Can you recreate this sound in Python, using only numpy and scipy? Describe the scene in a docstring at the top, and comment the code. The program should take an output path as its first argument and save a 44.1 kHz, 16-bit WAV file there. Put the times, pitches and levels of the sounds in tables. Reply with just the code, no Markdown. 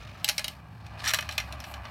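"""Marble run in a paved yard

A glass marble rolls along a wavy plastic track, drops through a connecting tube and bounces,
rattles down a chute and knocks into a funnel bowl, where it circles with two others, ticking
against the wall. Each knock rings the plastic's modes; rolling is a stream of tiny bumps that
shake it. A low outdoor rumble with two wavering hums lies underneath."""
import sys
import numpy as np
from scipy import signal
from scipy.fft import rfft, irfft
from scipy.io import wavfile

SR = 44100
rng = np.random.default_rng(int(sys.argv[2]) if len(sys.argv) > 2 else 0)


def generate_wav(signal):
    """Clip the signal to [-1, 1] and save it as 16-bit WAV at the path in sys.argv[1]."""
    frames = np.transpose(np.atleast_2d(signal))
    scaled = np.clip(frames, -1, 1) * 32767
    pcm = np.round(scaled).astype(np.int16)
    wavfile.write(sys.argv[1], SR, pcm)


N = 83790

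# EQ curves of the outdoor bed and of the marble's travel: f/Hz, relative level/dB
RUMBLE_EQ = [(22, -68), (40, -25), (62, -1.5), (110, -2), (160, -2), (240, -11), (400, -23.5),
             (1000, -18.5), (4000, -48), (16000, -53)]
TRACK_EQ = [(450, -5.5), (630, 6.5), (980, -11), (1260, 5), (1470, -4), (1720, 3), (2000, -1), (2450, 2),
            (3200, -21), (4500, -15), (9000, -61)]
TICK_EQ = [(1200, -8), (3000, 2), (6000, -7), (8000, -18.5), (16000, -23)]
SCRAPE_EQ = [(500, -20), (1200, 7), (2100, 9), (4000, 1), (5800, -5), (7500, -2), (13000, -19),
             (16000, -23)]
# EQ curves of the low, middle and top layers of rolling in the bowl: f/Hz, relative level/dB
DRONE_EQ = [(200, -7), (330, -4.5), (470, -21), (660, 7), (830, -0.5), (980, -2), (1160, 3.5), (1450, -4.5),
            (1700, -1), (2100, -7.5), (2550, -4), (3500, -19), (8000, -38)]
GRIT_EQ = [(1000, -25), (2500, 7.5), (3100, 3.5), (4400, 7.5), (5800, -4), (7500, -12), (10000, -13),
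           (16000, -33)]
HISS_EQ = [(4000, -37), (7500, 2), (10000, 1), (13500, 9.5), (16000, -8)]
# two low hums: f/Hz, rms waver/Hz
HUM_PITCHES = [(69, 6.1), (107, 8.34)]
# their faders, before trim: t/s, lower hum level/dB, upper hum level/dB
HUM_FADERS = [(0.0, -43, -66), (0.058, -62, -46), (0.518, -51, -64), (0.8, -54.5, -45.5),
              (1.052, -46.5, -48.5), (1.18, -53, -53.5), (1.264, -45.5, -47.5), (1.608, -42.5, -50),
              (1.64, -54.5, -65), (1.814, -42, -45.5), (1.9, -85, -60)]
# rolling along the wavy track: t/s, level/dB
TRACK_FADER = [(0, -51), (.23, -53.5), (.27, -74)]
# rolling in the bowl, before trims: t/s, drone level/dB, grit level/dB, hiss level/dB
ROLL_FADERS = [(0,-64,-57,-87), (.22,-52,-65,-72), (.33,-55,-49.5,-52), (.52,-53,-54,-63),
               (.63,-56.5,-70.5,-81), (.76,-57.5,-66,-77), (.86,-54,-59.5,-87), (.97,-47.5,-61.5,-93),
               (1.0,-45.5,-40.5,-74), (1.09,-44.5,-60,-56), (1.17,-49,-43,-44), (1.27,-49.5,-53,-70),
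               (1.33,-45.5,-46,-54), (1.37,-48,-49,-65), (1.45,-46.5,-52.5,-63), (1.57,-47.5,-61.5,-83),
               (1.65,-49,-51.5,-59), (1.72,-45,-56,-52.5), (1.8,-46,-66,-77), (1.9,-46,-57,-71)]
# the chute scrape, harder until the marble shoots into the bowl: t/s, level/dB
SCRAPE_FADER = [(1.03, -58), (1.055, -38), (1.078, -32.5), (1.114, -35), (1.122, -62)]
# clear modes of each plastic part: f/Hz, relative level/dB, t60/s
TUBE_RESONANCES = [(829, -7.5, 0.14), (612, -4, 0.066), (1320, -8, 0.1), (1695, -11.5, 0.16),
                   (2090, -9.5, 0.12), (2266, -8, 0.047), (2630, -14, 0.081), (2897, -3, 0.047),
                   (3147, -6.5, 0.046), (3880, -8.5, 0.049), (4250, -5.5, 0.048), (4440, -6.5, 0.039),
                   (5370, -22, 0.049)]
BOWL_RESONANCES = [(630, -9.5, 0.078), (1202, -9, 0.095), (1277, -11, 0.083), (1631, -11.5, 0.08),
                   (1761, -3, 0.061), (2046, -11, 0.094), (2083, -13, 0.08), (2360, -14, 0.087),
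                   (2530, -15, 0.18), (3028, -4.5, 0.052), (3544, -12.5, 0.076), (4033, -6.5, 0.043),
                   (4193, -10, 0.072), (5680, 3.5, 0.026)]
# EQ curves of their crowded, quickly damped modes: f/Hz, relative level/dB
TUBE_EQ = [(450, -16), (620, 1.5), (1000, -9), (1400, 3), (2200, 7), (3500, -3.5), (5400, 2.5),
           (7000, -5.5), (9500, -4), (12500, -4.5), (16000, -33)]
BOWL_EQ = [(450, -24), (630, -1), (900, -7.5), (1300, 4.5), (2400, 3), (3400, 0.5), (4400, -2.5),
           (5800, 2.5), (7200, -4.5), (12500, -2), (16000, -18)]
# tube hits: t/s, body, clack and snap drive level/dB, two wall f/Hz, two glassy f/Hz, hollow f/Hz
TUBE_CUES = [(0.2442, -43.5, -23, -24, 3960, 3090, 7860, 11900, 10160),
             (0.2792, -43, -34, -35, 2440, 5800, 9850, 6600, 8000),
             (0.2878, -36, -18.5, -23, 5510, 4220, 9860, 10800, 14100),
             (0.295, -34, -26.5, -27.5, 4250, 2870, 11800, 6700, 8360),
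             (0.3803, -41.5, -24.5, -29, 5560, 2203, 9890, 12600, 12200),
             (0.393, -35.5, -32, -35.5, 4110, 2480, 8040, 9600, 10800),
             (0.4431, -41, -27, -31, 2920, 3850, 9130, 6660, 7800),
             (0.4804, -45, -32.5, -33, 3040, 3880, 13250, 8700, 11000)]
# chute and bowl hits: t/s, body, clack and snap drive level/dB, wall f/Hz, glassy f/Hz
BOWL_CUES = [(0.864, -50, -47, -58.5, 2545, 7950), (1.0413, -41, -33, -44, 1740, 9300),
             (1.051, -57, -32, -43, 2120, 7460), (1.0592, -59, -28.5, -44, 1680, 9250),
             (1.068, -41, -29.5, -63, 1794, 7500), (1.0759, -81, -23, -33, 5660, 12800),
             (1.083, -41, -28.5, -37, 5680, 8500), (1.088, -34, -31, -38, 4150, 9500),
             (1.0931, -41, -28.5, -34, 3560, 7250), (1.1055, -48, -29, -39, 2054, 7540),
             (1.111, -31, -33.5, -38.5, 1930, 14340), (1.1358, -23, -23, -27.5, 1627, 13260),
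             (1.1438, -26.5, -22.5, -28, 4060, 7730), (1.1872, -25.5, -27.5, -43, 3023, 11500),
             (1.2079, -42, -38, -42.5, 2240, 11500), (1.225, -37.5, -38, -51, 1790, 10900),
             (1.29, -32.5, -32.5, -45, 2440, 8000), (1.31, -65, -36.5, -51, 4050, 10900),
             (1.323, -42, -38.5, -45, 2320, 7950), (1.3793, -27, -21, -33.5, 2440, 12000),
             (1.401, -38.5, -31.5, -46, 2080, 11000), (1.5241, -59, -38, -47.5, 2630, 9500),
             (1.602, -51, -41.5, -48.5, 5270, 12100), (1.6395, -42.5, -36.5, -51.5, 2630, 7600),
             (1.739, -43, -36.5, -51.5, 1636, 7130), (1.8523, -43, -37, -65.5, 1760, 7500)]

BODY_HZ, CLACK_HZ, SNAP_HZ = 1130, 3510, 10350  # where a hit's three drive levels apply
HOLD_S, DAMPING_SLOPE = 0.0015, 0.18  # higher modes die sooner
TAIL_DB, TAIL_T60_S = -13, 0.16  # afterglow of the crowded modes
WALL_DB, WALL_T60_S = -1, 0.054  # each spot hit favours a cluster of wall resonances
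GLASS_DB, GLASS_T60_S = 2.5, 0.019  # and a high glassy one
SECOND_TONE_DB, NEIGHBOUR_DB, NEIGHBOUR_SPREAD = -2, -7.5, 0.0747  # spread as a share of the pitch
ECHO_DB, ECHO_T60_S = -16, 0.13  # the tones linger briefly in a reverberant tail
FULL_BLOW_DB, CLICK_DB, CLICK_T60_S, ATTACK_S = -37.5, 8.5, 0.0044, 0.0006  # a full blow's transient
CLICK_SOFTENING, ATTACK_SOFTENING = 0.22, 0.35  # gentler hits click less, rise slower: dB per dB of snap


def from_db(db):
    """Decibels to gain."""
    return 10 ** (np.asarray(db) / 20)


def rms_one(x):
    """Scale to rms 1."""
    return x / np.sqrt(np.mean(x ** 2) + 1e-20)


def at_hz(eq, hz):
    """Read an EQ curve on a log-frequency axis."""
    f, db = np.transpose(eq)
    return np.interp(np.log(hz + 1e-9), np.log(f), db)


def equalised(x, eq):
    """Shape a signal with an EQ curve; rms 1."""
    return rms_one(irfft(rfft(x) * from_db(at_hz(eq, np.fft.rfftfreq(N, 1 / SR))), N))


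def faders(rows):
    """Straight ramps between breakpoints; one curve per level column."""
    s, *columns = np.transpose(rows)
    return [np.interp(np.arange(N) / SR, s, c) for c in columns]


def low_cut(x, hz):
    """Fourth-order high-pass."""
    return signal.sosfilt(signal.butter(4, hz, "high", fs=SR, output="sos"), x)


def add(out, s, sound):
    """Mix a sound in at its cue."""
    start = int(s * SR)
    out[start:start + len(sound)] += sound[:N - start]


def ring(clicks, hz, t60):
    """One mode: a unit click sets a sine of height 1 ringing."""
    r, w = from_db(-60 / (t60 * SR)), 2 * np.pi * hz / SR
    return signal.lfilter([0, np.sin(w)], [1, -2 * r * np.cos(w), r * r], clicks + 1e-18)


def outdoors(rumble_db=-49.5, hum_trim_db=0.5):
    """The bed: distant rumble with two wavering low hums."""
    out = from_db(rumble_db) * equalised(rng.standard_normal(N), RUMBLE_EQ)
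    for (hz, waver_hz), level_db in zip(HUM_PITCHES, faders(HUM_FADERS)):
        waver = equalised(rng.standard_normal(N), [(10, 0), (300, -90)])
        hum = np.sin(2 * np.pi * np.cumsum(hz + waver_hz * waver) / SR)
        out += from_db(level_db + hum_trim_db) * rms_one(hum)
    return out


def bumps(per_s=1200, t60=0.028, spread_db=2.0):
    """Tiny uneven contacts of rolling marbles, each briefly shaking one of six spots on the plastic."""
    sizes = from_db(spread_db * np.minimum(rng.exponential(1, N), 4)) * rng.choice([-1, 1], N)
    clicks = sizes * (rng.random(N) < per_s / SR)
    spot = rng.integers(6, size=N)
    t = np.arange(SR // 10) / SR
    shakes = rng.standard_normal((6, len(t))) * from_db(-60 * t / t60)
    return sum(signal.fftconvolve(clicks * (spot == k), shake)[:N] for k, shake in enumerate(shakes))


def track():
    """The marble rolls along the wavy track, ticking against its bends, until it drops into the tube."""
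    level_db, = faders(TRACK_FADER)
    ticks = from_db(-4.5) * equalised(bumps(per_s=190, t60=0.026), TICK_EQ)
    return from_db(level_db) * (equalised(bumps(), TRACK_EQ) + ticks)


def bowl_roll():
    """Rolling bumps make the bowl drone in its modes, with grit and a fine hiss on top."""
    drone_db, grit_db, hiss_db = faders(ROLL_FADERS)
    shake = bumps()
    drone = equalised(shake, DRONE_EQ)
    rings = rms_one(sum(from_db(db) * ring(drone, hz, t60) for hz, db, t60 in BOWL_RESONANCES))
    return (from_db(drone_db - 1.5) * drone
            + from_db(drone_db - 8.5) * rings
            + from_db(grit_db - 4) * equalised(shake, GRIT_EQ)
            + from_db(hiss_db - 4.5) * equalised(shake, HISS_EQ))


def chute_scrape():
    """Dense contacts of a marble pressed against the curved wall."""
    s, db = np.transpose(SCRAPE_FADER)
    swell = np.interp(np.arange(N) / SR, s, from_db(db), left=0, right=0)
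    return swell * equalised(bumps(), SCRAPE_EQ)


def air_column():
    """The first hit sets the tube's air ringing on a hollow note."""
    entry = np.arange(N) == int(TUBE_CUES[0][0] * SR)
    return from_db(-37.5) * ring(entry, hz=830, t60=0.18)


def crowded_modes(t, drive, eq, t60):
    """The plastic clack: third-octave clusters of modes in random phase; t60 holds at CLACK_HZ."""
    edges = np.geomspace(180, 18000, 21)
    centres = np.sqrt(edges[:-1] * edges[1:])
    hz = np.fft.fftfreq(len(t), 1 / SR)
    inside = (hz >= edges[:-1, None]) & (hz < edges[1:, None])
    bands = np.fft.ifft(inside * np.exp(2j * np.pi * rng.random(len(t))))
    waves = np.cos(np.angle(bands)) * np.sqrt(4 * np.diff(edges) / SR)[:, None]  # even strength
    life = (CLACK_HZ / np.maximum(centres, BODY_HZ)[:, None]) ** DAMPING_SLOPE
    fall = from_db(-60 * np.maximum(t - HOLD_S, 0) / (t60 * life))
    tail = from_db(TAIL_DB - 60 * t / (TAIL_T60_S * life))
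    return from_db(at_hz(eq, centres) + at_hz(drive, centres)) @ (waves * np.hypot(fall, tail))


def spot_tones(clack, snap, walls_hz, glasses_hz):
    """Wall and glassy tones of the spot hit, with a neighbour either side of the first wall tone."""
    tones = [(f, clack + WALL_DB + k * SECOND_TONE_DB, WALL_T60_S) for k, f in enumerate(walls_hz)]
    tones += [(f, snap + GLASS_DB + k * SECOND_TONE_DB, GLASS_T60_S) for k, f in enumerate(glasses_hz)]
    for side in (-1, 1):
        detune = side * NEIGHBOUR_SPREAD * (.5 + rng.random())
        tones.append((walls_hz[0] * (1 + detune), clack + WALL_DB + NEIGHBOUR_DB, WALL_T60_S))
    return tones


def knock(body, clack, snap, walls_hz, glasses_hz, modes, eq, crowd_db, t60, ring_db):
    """Glass on plastic: a bright click, a short clack, ringing tones and their brief reverberant tail."""
    t = np.arange(SR // 4) / SR
    drive = [(BODY_HZ, body), (CLACK_HZ, clack), (SNAP_HZ, snap)]
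    crowd = from_db(crowd_db) * crowded_modes(t, drive, eq, t60)
    tones = [(f, ring_db + db + at_hz(drive, f) + rng.normal(0, 1.8), decay) for f, db, decay in modes]
    tones += spot_tones(clack, snap, walls_hz, glasses_hz)
    ringing = sum(from_db(db - 60 * t / decay) * np.sin(2 * np.pi * (f * t + rng.random()))
                  for f, db, decay in tones)
    reverb = rng.standard_normal(len(t)) * from_db(-60 * t / ECHO_T60_S) * (t > t60 / 2)
    echo = from_db(ECHO_DB) * signal.fftconvolve(ringing, reverb / np.linalg.norm(reverb))[:len(t)]
    click_db = snap + CLICK_DB + CLICK_SOFTENING * (snap - FULL_BLOW_DB)
    click = np.gradient(rng.choice([-1., 1.], len(t))) * from_db(click_db - 60 * t / CLICK_T60_S)
    attack_s = ATTACK_S * from_db(ATTACK_SOFTENING * max(FULL_BLOW_DB - snap, 0))
    hit = (crowd + ringing + echo + click) * np.minimum(t / attack_s, 1)
    return low_cut(hit, hz=466)  # the small parts radiate no bass


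def tube_bounces():
    """The marble bounces down the tube; modes with a node at the spot hit leave a hollow in the treble."""
    out = np.zeros(N)
    for s, body, clack, snap, *tones_hz, hollow_hz in TUBE_CUES:
        hit = knock(body, clack, snap, tones_hz[:2], tones_hz[2:], TUBE_RESONANCES, TUBE_EQ,
                    crowd_db=7.5, t60=0.021, ring_db=0.5)
        add(out, s, signal.lfilter(*signal.iirnotch(hollow_hz, Q=8.7, fs=SR), hit))
    return out


def bowl_knocks():
    """Marbles knock against the chute and the wall of the bowl."""
    out = np.zeros(N)
    for s, body, clack, snap, wall_hz, glass_hz in BOWL_CUES:
        hit = knock(body, clack, snap, [wall_hz], [glass_hz], BOWL_RESONANCES, BOWL_EQ,
                    crowd_db=7, t60=0.029, ring_db=0)
        add(out, s, hit)
    return out


def scene():
    """Mono mix of the marble's journey over the outdoor bed."""
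    marbles = track() + air_column() + tube_bounces() + chute_scrape() + bowl_knocks() + bowl_roll()
    return (marbles + outdoors())[None]


def record(dry, low_cut_hz=20, high_cut_hz=16200):
    """The microphone loses the deep bass; the top is cut steeply."""
    high_cut = signal.ellip(10, .3, 80, high_cut_hz, fs=SR, output="sos")
    return signal.sosfilt(high_cut, low_cut(dry, low_cut_hz))


dry = scene()
out = record(dry)
generate_wav(out)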